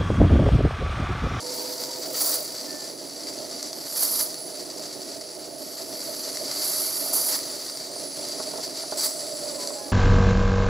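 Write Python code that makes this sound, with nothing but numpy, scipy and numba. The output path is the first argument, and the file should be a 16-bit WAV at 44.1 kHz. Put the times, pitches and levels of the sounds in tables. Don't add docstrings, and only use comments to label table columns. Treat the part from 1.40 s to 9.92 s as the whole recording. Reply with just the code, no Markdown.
import sys
import numpy as np
from scipy import signal
from scipy.fft import rfft, irfft
from scipy.io import wavfile
from scipy.ndimage import uniform_filter1d
from numba import njit

SR = 44100
rng = np.random.default_rng(int(sys.argv[2]) if len(sys.argv) > 2 else 0)


def transcribe(signal):
    frames = np.atleast_2d(signal).T
    limited = np.clip(frames, -1, 1)
    pcm = np.round(limited * 32767).astype(np.int16)
    wavfile.write(sys.argv[1], SR, pcm)


N = 375732
TIME = np.arange(N) / SR
FREQ = np.maximum(np.fft.rfftfreq(N, 1 / SR), 1)

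# (time [s], level [dB])
STEADY_FLOW = [(0, -33), (1.1, -35), (1.6, -37.5), (2.15, -35), (2.45, -36), (3.0, -36.5), (3.7, -37),
               (4.15, -40), (4.7, -34), (5.3, -31.5), (6.1, -34), (6.55, -35), (6.9, -32.5), (7.3, -35),
               (7.95, -33.5), (8.52, -37)]
# (frequency [Hz], level [dB])
WET_COLOUR = [(100, -44), (500, -15.5), (900, -11), (1300, -8), (1600, -13), (2050, -9), (2450, -16),
              (2900, -17.5), (3750, -10), (4150, -3), (4500, -1), (5700, -4), (6700, -7), (7700, -4),
              (8900, -13.5), (12000, -11.5), (13300, -25), (16000, -46)]
# (frequency [Hz], level [dB])
GUSH_COLOUR = [(700, -2), (1100, 2.5), (2000, 0), (2800, 1.5), (3700, 1.5), (4300, 3.5)]
# (frequency [Hz], width [Hz], level [dB])
DRAIN_PIPE_MODES = [(4602, 227, 1), (4790, 123, 2), (4660, 110, -7.5), (5130, 56, -11), (5446, 93, -1),
                    (5930, 160, -4.5), (6370, 110, -13), (7300, 79, -7.5)]
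# (frequency [Hz], width [Hz], level [dB])
BARK_MODES = [(890, 81, -2), (1290, 84, -7), (1840, 420, -3.5)]
# (time [s], level [dB])
WATER_SPITS = [(0.4377, -15), (2.2287, -13.5), (2.257, -31), (2.3304, -18), (2.943, -16), (4.9714, -15),
               (5.081, -18), (5.1142, -16), (5.235, -18), (5.9896, -14.5), (6.2986, -16), (6.3729, -18),
               (6.8523, -20), (6.8867, -15), (8.274, -13)]
# (time [s], length [s], level [dB], power share of the bright jet [0-1])
STEAM_SPURTS = [(0.742, 0.034, -32.5, 0), (0.803, 0.017, -25.5, 0.63), (0.925, 0.035, -32.5, 0.1),
                (0.94, 0.023, -29, 1), (1.143, 0.025, -39, 0.05), (1.645, 0.025, -42, 0),
                (1.867, 0.025, -36.5, 0), (2.457, .015, -37.5, 0), (2.558, 0.022, -31, .4),
                (2.621, 0.034, -30, 1), (2.622, 0.011, -23, 0.65), (2.789, 0.024, -25, 0.33),
                (3.37, .03, -49, 0), (3.808, 0.0073, -34, 0.02), (4.365, 0.058, -38.5, 0.02),
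                (5.157, 0.038, -35, 0.2), (5.731, 0.011, -25.5, 1), (5.886, 0.019, -31, 0.1),
                (5.912, 0.05, -29, .03), (7.226, 0.027, -33, 0.03), (7.571, 0.018, -40, 0.4),
                (7.63, 0.038, -27, 0.55), (8.189, 0.053, -36, .03)]
# (fully open [s], starts to close [s], swell time constant [s], dry jet level [dB], wet steam level [dB],
#  sharpness against the jet [dB], ring of the port against the jet [dB])
PORT_OPENINGS = [(0.153, 0.485, 0.066, -47, -42, -1, 3), (.56, .72, .04, -49, -58, -3, -10),
                 (0.811, 0.94, 0.057, -29, -29.5, -2, -10), (2.35, 2.52, .01, -65, -60, -8, 0),
                 (2.61, 2.826, 0.068, -32.5, -31, -16, 4.5), (4.22, 4.6, .015, -79, -74, -16, 7),
                 (4.675, 5.2, .1, -50, -42, -5, 4), (5.215, 5.696, 0.045, -34.5, -32.5, -21, 4.5),
                 (5.732, 5.946, .003, -28.5, -31.5, -17, 0), (7.574, 7.66, .002, -36.5, -29, -14, -17)]
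# (frequency [Hz], level [dB])
DRY_COLOUR = [(100, -30), (700, -5.5), (1300, -8.5), (2800, -61), (3800, -39), (5500, -9.5), (7300, -2),
              (8600, -7.5), (9500, 3.5), (10700, -0.5), (12300, -7), (13700, -2), (16000, -17)]
# (frequency [Hz], width [Hz], level [dB])
THROAT_MODES = [(9600, 480, 0.5), (10050, 790, -0.5), (10450, 600, 0.5), (11600, 520, 3), (12300, 490, 2),
                (12750, 750, -1)]
# (frequency [Hz], width [Hz], level [dB])
SHARP_JET_MODES = [(14400, 620, 0), (15350, 560, -1)]
# (time [s], level [dB], pitch [Hz])
LEAK_COURSE = [(0, -45.5, 10000), (.8, -62, 9900), (1.5, -47.5, 9980), (2.7, -49.5, 9850),
               (3.0, -40.5, 10050), (3.25, -49, 9900), (4.1, -47.5, 9980), (5.8, -38, 10100),
               (6.24, -46, 9850), (6.33, -44, 9330), (6.5, -53, 9270), (6.575, -40, 9450),
               (6.605, -40, 10000), (7.0, -43, 9900), (7.4, -44.5, 9800), (7.8, -41.5, 9930),
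               (8.52, -47, 9900)]
# (time [s], thud level [dB], rattle level [dB])
PIPE_KNOCKS = [(2.625, -44, -47), (5.66, -35, -41), (6.563, -31.5, -54), (7.0005, -26, -36),
               (7.137, -29.5, -40), (7.157, -31, -47), (7.184, -31, -38.5), (7.436, -36, -40),
               (7.523, -25, -32), (8.305, -34, -40)]
# (frequency [Hz], width [Hz], level [dB])
KNOCK_MODES = [(275, 40, -36), (423, 64, -5), (656, 83, 1), (630, 30, 4), (900, 110, -2), (1330, 91, -10.5),
               (1572, 120, -17)]
# (frequency [Hz], width [Hz], level [dB])
RATTLE_MODES = [(380, 180, 1), (840, 240, 3.5), (1080, 260, -3), (1370, 300, -3.5)]
# (time [s], level [dB])
VALVE_TICKS = [(2.2287, -22), (2.3304, -33), (5.1532, -28), (6.3729, -33)]
# (start [s], end [s], first pitch [Hz], last pitch [Hz], width [Hz], level [dB], pure share of power [0-1])
FAINT_WHISTLES = [(0, 0.51, 493, 503, 35, -43.5, 0.26), (0.445, 1.093, 510, 507, 31, -45, 0),
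                  (0, 0.65, 922, 935, 78, -49.5, 0.12), (1.042, 1.3, 1803, 1790, 6.6, -63, .7),
                  (1.267, 1.52, 1778, 1766, 9, -51.5, .8), (1.36, 1.55, 820, 820, 14, -63, .6),
                  (2.323, 2.6, 11780, 11780, 920, -48, 0), (4.172, 5.6, 11800, 11730, 1400, -49.5, 0),
                  (7.565, 7.768, 7900, 7800, 650, -36, 0), (7.566, 7.75, 10100, 9900, 990, -42, 0.1),
                  (7.7, 8.45, 7720, 7720, 1500, -45, 0.03), (7.714, 8.497, 598.3, 570.6, 34, -44, .5),
                  (8.177, 8.374, 1010, 965, 22, -49, .6), (8.33, 8.56, 829, 840, 18, -49, 0.7),
                  (8.373, 8.53, 1025, 1060, 22, -54, .7), (8.36, 8.52, 1695, 1680, 20, -59, .6),
                  (8.46, 8.62, 1145, 1150, 30, -57, .6), (8.473, 8.65, 790, 790, 28, -47, .6)]
# (time [s], roar level [dB], flue note level [dB], flue pitch [Hz])
BOILER_DRAUGHT = [(0, -40, -56, 640), (.9, -41, -45.5, 630), (1.3, -41, -63, 645), (2.1, -40.5, -54.5, 677),
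                  (3.6, -41.5, -52.5, 635), (5.3, -40.5, -47, 623), (6.2, -42, -50.5, 605),
                  (7.1, -40, -48, 650), (7.45, -41.5, -45.5, 627), (7.9, -40.5, -41, 619),
                  (8.52, -40, -47, 570)]
# (frequency [Hz], level [dB])
ROAR_COLOUR = [(25, -30), (50, -18), (95, -15.5), (140, -4.5), (170, -6), (225, -4.5), (300, 1),
               (455, -3.5), (620, 3), (780, -10), (870, -4.5), (1050, -16), (1800, -22.5)]
# (frequency [Hz], width [Hz], level [dB])
CAVITY_MODES = [(277, 42, 2.5), (312, 48, -1), (364, 74, 1), (412, 18, 0), (496, 32, 0), (580, 47, 0),
                (615, 20, 4), (659.3, 43, 5), (755, 21, -5), (987, 9.7, -17)]
# (delay [s], level [dB])
PANEL_REFLECTIONS = [(.0029, -34), (.0047, -13), (.0083, -13), (0.0126, -13.5)]
# (frequency [Hz], left minus right [dB], side minus mid [dB])
MICROPHONE_PORTS = [(40, -5.5, 5), (140, -5, -7.5), (660, -6, -13.5), (1010, -1.5, -6), (1600, -2, -8),
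                    (2200, 0.5, -9), (3100, 0, -16.5), (6600, 0.5, -16.5), (8100, -2, -12), (8360, 7, -2),
                    (8940, -3.5, -6.5), (11500, -4, -4.5), (12400, -2, -6), (15500, 2, -10)]

SPURT_RISE_S = .003
SAG_DB_PER_S = 11
SHUT_S, SHUT_SHARP_DB = 0.053, -9
LINGER_DB, LINGER_S, LINGER_SHARP_DB = -10, 0.36, -9
CONTACT_HZ = 950
TOP_HZ = 15600


def undb(db):
    return 10 ** (np.asarray(db) / 20)


def unit(x):
    return x / np.sqrt(np.mean(x ** 2))


def curves(table):
    s, *columns = np.transpose(table)
    return [np.interp(TIME, s, column) for column in columns]


def colour(table, axis=1):
    points = np.transpose(table)
    return undb(np.interp(np.log(FREQ), np.log(points[0]), points[axis]))


def ringing(modes):
    return sum(undb(db) / (1 + 1j * (FREQ ** 2 - hz ** 2) / (FREQ * width)) for hz, width, db in modes)


def steep_resonances(modes):
    power = 0
    for hz, width, db in modes:
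        power = power + undb(db) ** 2 * np.abs(ringing([(hz, width, 0)])) ** 4
    return np.sqrt(power)


def shaped(x, response):
    return irfft(rfft(x) * response / np.sqrt(np.mean(np.abs(response) ** 2)), N)


def noise():
    return rng.standard_normal(N)


def walk(rate):
    size = max(int(SR / rate), 2)
    once = uniform_filter1d(noise(), size, mode="wrap")
    return unit(uniform_filter1d(once, size, mode="wrap"))


@njit
def resonate(x, hz, width):
    y, band, low = np.empty(len(x)), 0., 0.
    for i in range(len(x)):
        g, damping = np.tan(np.pi * hz[i] / SR), width / hz[i]
        v = (band + g * (x[i] - low)) / (1 + g * (g + damping))
        band, low, y[i] = 2 * v - band, low + 2 * g * v, damping * v
    return y


def sing(hz, width_hz):
    hz = np.clip(hz, 50, .44 * SR)
    once = resonate(noise(), hz, float(width_hz))
    return unit(resonate(once, hz, float(width_hz)))


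def bursts(table, decay_s):
    s, db = np.transpose(table)
    index = np.clip((s * SR).astype(int), 0, N - 1)
    power = np.bincount(index, undb(db) ** 2, N)
    return np.sqrt(signal.lfilter([1], [1, -np.exp(-2 / (decay_s * SR))], power + 1e-18))


def fade(elapsed_s, time_s):
    return np.exp(-np.clip(elapsed_s / time_s, 0, 20))


def strokes():
    wet, jet, edge, throat = np.zeros((4, N))
    for opens, closes, swell_s, jet_db, wet_db, sharp_db, throat_db in PORT_OPENINGS:
        sag = undb(-SAG_DB_PER_S * np.clip(TIME - opens, 0, closes - opens))
        pressure = fade(opens - TIME, swell_s) * sag
        shutting = fade(TIME - closes, SHUT_S)
        near_close = fade(closes - TIME, SHUT_S)
        port = pressure * shutting
        narrowing = port * near_close
        seep = pressure * undb(LINGER_DB) * near_close * fade(TIME - closes, LINGER_S)

        escaping = port ** 2 + seep ** 2
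        wet += undb(wet_db) ** 2 * escaping
        jet += undb(jet_db) ** 2 * escaping
        sharp = (undb(sharp_db) * port) ** 2
        sharp += (undb(SHUT_SHARP_DB) * narrowing) ** 2 + (undb(LINGER_SHARP_DB) * seep) ** 2
        edge += undb(jet_db) ** 2 * sharp
        throat += (undb(jet_db + throat_db) * port * shutting) ** 2
    return wet, jet, edge, throat


def chuffs(fall_s=0.0021):
    wet, bright = np.zeros(N), np.zeros(N)
    for s, length, db, share in STEAM_SPURTS:
        gate = np.clip((TIME - s) / SPURT_RISE_S, 0, 1) * fade(TIME - s - length, fall_s)
        power = (undb(db) * gate) ** 2
        wet += (1 - share) * power
        bright += share * power
    return wet, bright


def wet_steam(gush_power, chuff_power, flow_db=-2.0, spit_db=-4, bark_db=-16, drop_spread_db=1.0,
              drop_s=0.0045, smooth_share=0.36, surge_db=1.0, gulp_db=0.85, gulp_rate=22):
    flow = undb(curves(STEADY_FLOW)[0] + flow_db + gulp_db * walk(gulp_rate))
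    count = 4000
    drop_times = rng.uniform(0, N / SR, count)
    drop_levels = drop_spread_db * rng.exponential(size=count).clip(0, 4.5)
    drops = np.column_stack([drop_times, drop_levels])
    sputter = unit(bursts(drops, drop_s) * undb(surge_db * walk(51)))

    steam = flow ** 2 + gush_power + chuff_power
    smooth = np.clip(smooth_share * np.sqrt(steam / np.median(steam)), 0, .85)
    grain = smooth + (1 - smooth) * sputter ** 2
    spits = undb(spit_db) * bursts(WATER_SPITS, decay_s=0.00084)
    power = (flow ** 2 + chuff_power) * grain + spits ** 2

    pipe = colour(WET_COLOUR) + ringing(DRAIN_PIPE_MODES)
    hiss = shaped(noise() * np.sqrt(power), pipe)
    gush = shaped(noise() * np.sqrt(gush_power * grain), pipe * colour(GUSH_COLOUR))
    rough_spurts = noise() * np.sqrt(chuff_power) * sputter
    bark = undb(bark_db) * shaped(rough_spurts, ringing(BARK_MODES) * colour(WET_COLOUR))
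    return hiss + gush + bark


def exhaust(jet_power, edge_power, throat_power, chuff_power, chuff_edge_db=-7, chuff_throat_db=-7,
            idle_edge_db=-68, flutter_db=2.0, billow_db=1.2):
    ring_power = throat_power + undb(chuff_throat_db) ** 2 * chuff_power
    sharp_power = edge_power + undb(chuff_edge_db) ** 2 * chuff_power + undb(idle_edge_db) ** 2
    gush = shaped(noise(), colour(DRY_COLOUR)) * np.sqrt(jet_power + chuff_power)
    throat = shaped(noise(), steep_resonances(THROAT_MODES)) * np.sqrt(ring_power)
    edge = shaped(noise(), steep_resonances(SHARP_JET_MODES)) * np.sqrt(sharp_power)
    return (gush + throat + edge) * undb(flutter_db * walk(180) + billow_db * walk(23))


def leak(leak_db=-1, flutter_db=1.5):
    db, hz = curves(LEAK_COURSE)
    return sing(hz, width_hz=1040) * undb(db + leak_db + flutter_db * walk(89))


def knocks(rattle_s=0.012):
    s, thud_db, shake_db = np.transpose(PIPE_KNOCKS)
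    blows = bursts(np.column_stack([s, thud_db]), decay_s=1 / SR)
    body = ringing(KNOCK_MODES) / (1 + 1j * FREQ / CONTACT_HZ) ** 3
    thuds = irfft(rfft(blows) * body / np.abs(irfft(body, N)).max(), N)
    shaking = bursts(np.column_stack([s, shake_db]), decay_s=rattle_s)
    return thuds + shaped(noise(), steep_resonances(RATTLE_MODES)) * shaking


def ticks(tick_db=-2, ring_hz=7300, width_hz=5000):
    impacts = noise() * bursts(VALVE_TICKS, decay_s=0.00053)
    return undb(tick_db) * shaped(impacts, steep_resonances([(ring_hz, width_hz, 0)]))


def whistles(swell_s=0.014, fade_s=0.1, waver_db=0.5, waver_hz=4):
    out = np.zeros(N)
    for start, end, first_hz, last_hz, width, db, pure in FAINT_WHISTLES:
        gate = np.clip(np.minimum((TIME - start) / swell_s, (end - TIME) / fade_s), 0, 1)
        hz = np.interp(TIME, [start, end], [first_hz, last_hz]) + waver_hz * walk(26.4)
        sine = np.sqrt(2 * pure) * np.sin(2 * np.pi * np.cumsum(hz) / SR)
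        airy = np.sqrt(1 - pure) * sing(hz, width)
        out += undb(db + waver_db * walk(29)) * gate * (sine + airy)
    return out


def boiler(cavity_db=4, flutter_db=1.5, wander_hz=6):
    roar_db, note_db, hz = curves(BOILER_DRAUGHT)
    cavities = undb(cavity_db) * steep_resonances(CAVITY_MODES)
    roar = undb(roar_db) * shaped(noise(), np.hypot(colour(ROAR_COLOUR), cavities))
    flue = undb(note_db) * sing(hz + wander_hz * walk(35), width_hz=94)
    return (roar + flue) * undb(flutter_db * walk(28.0))


def microphone(x, room_t60_s=0.26, mirror_hz=1500):
    echoes = sum(undb(db) * np.exp(-2j * np.pi * FREQ * s) for s, db in PANEL_REFLECTIONS)
    panels = echoes * FREQ / (FREQ + mirror_hz)
    room = rfft(noise() * np.exp(-np.minimum(np.log(1000) * TIME / room_t60_s, 20)))
    room_unit = room / np.sqrt(np.mean(np.abs(room) ** 2))
    side = room_unit * colour(MICROPHONE_PORTS, axis=2)
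    shade = np.sqrt(colour(MICROPHONE_PORTS))
    ports = np.array([(1 + side) * shade, (1 - side) / shade]) * 2 / (shade + 1 / shade)
    return irfft(rfft(x) * (1 + panels) * ports, N)


def scene():
    wet_chuff, bright_chuff = chuffs()
    wet, jet, edge, throat = strokes()
    steam = wet_steam(wet, wet_chuff) + exhaust(jet, edge, throat, bright_chuff) + leak()
    mechanism = knocks() + ticks()
    background = whistles() + boiler()
    return microphone(steam + mechanism + background)


def record(dry):
    return signal.sosfilt(signal.ellip(10, .2, 80, TOP_HZ, fs=SR, output="sos"), dry)


dry = scene()
out = record(dry)
transcribe(out)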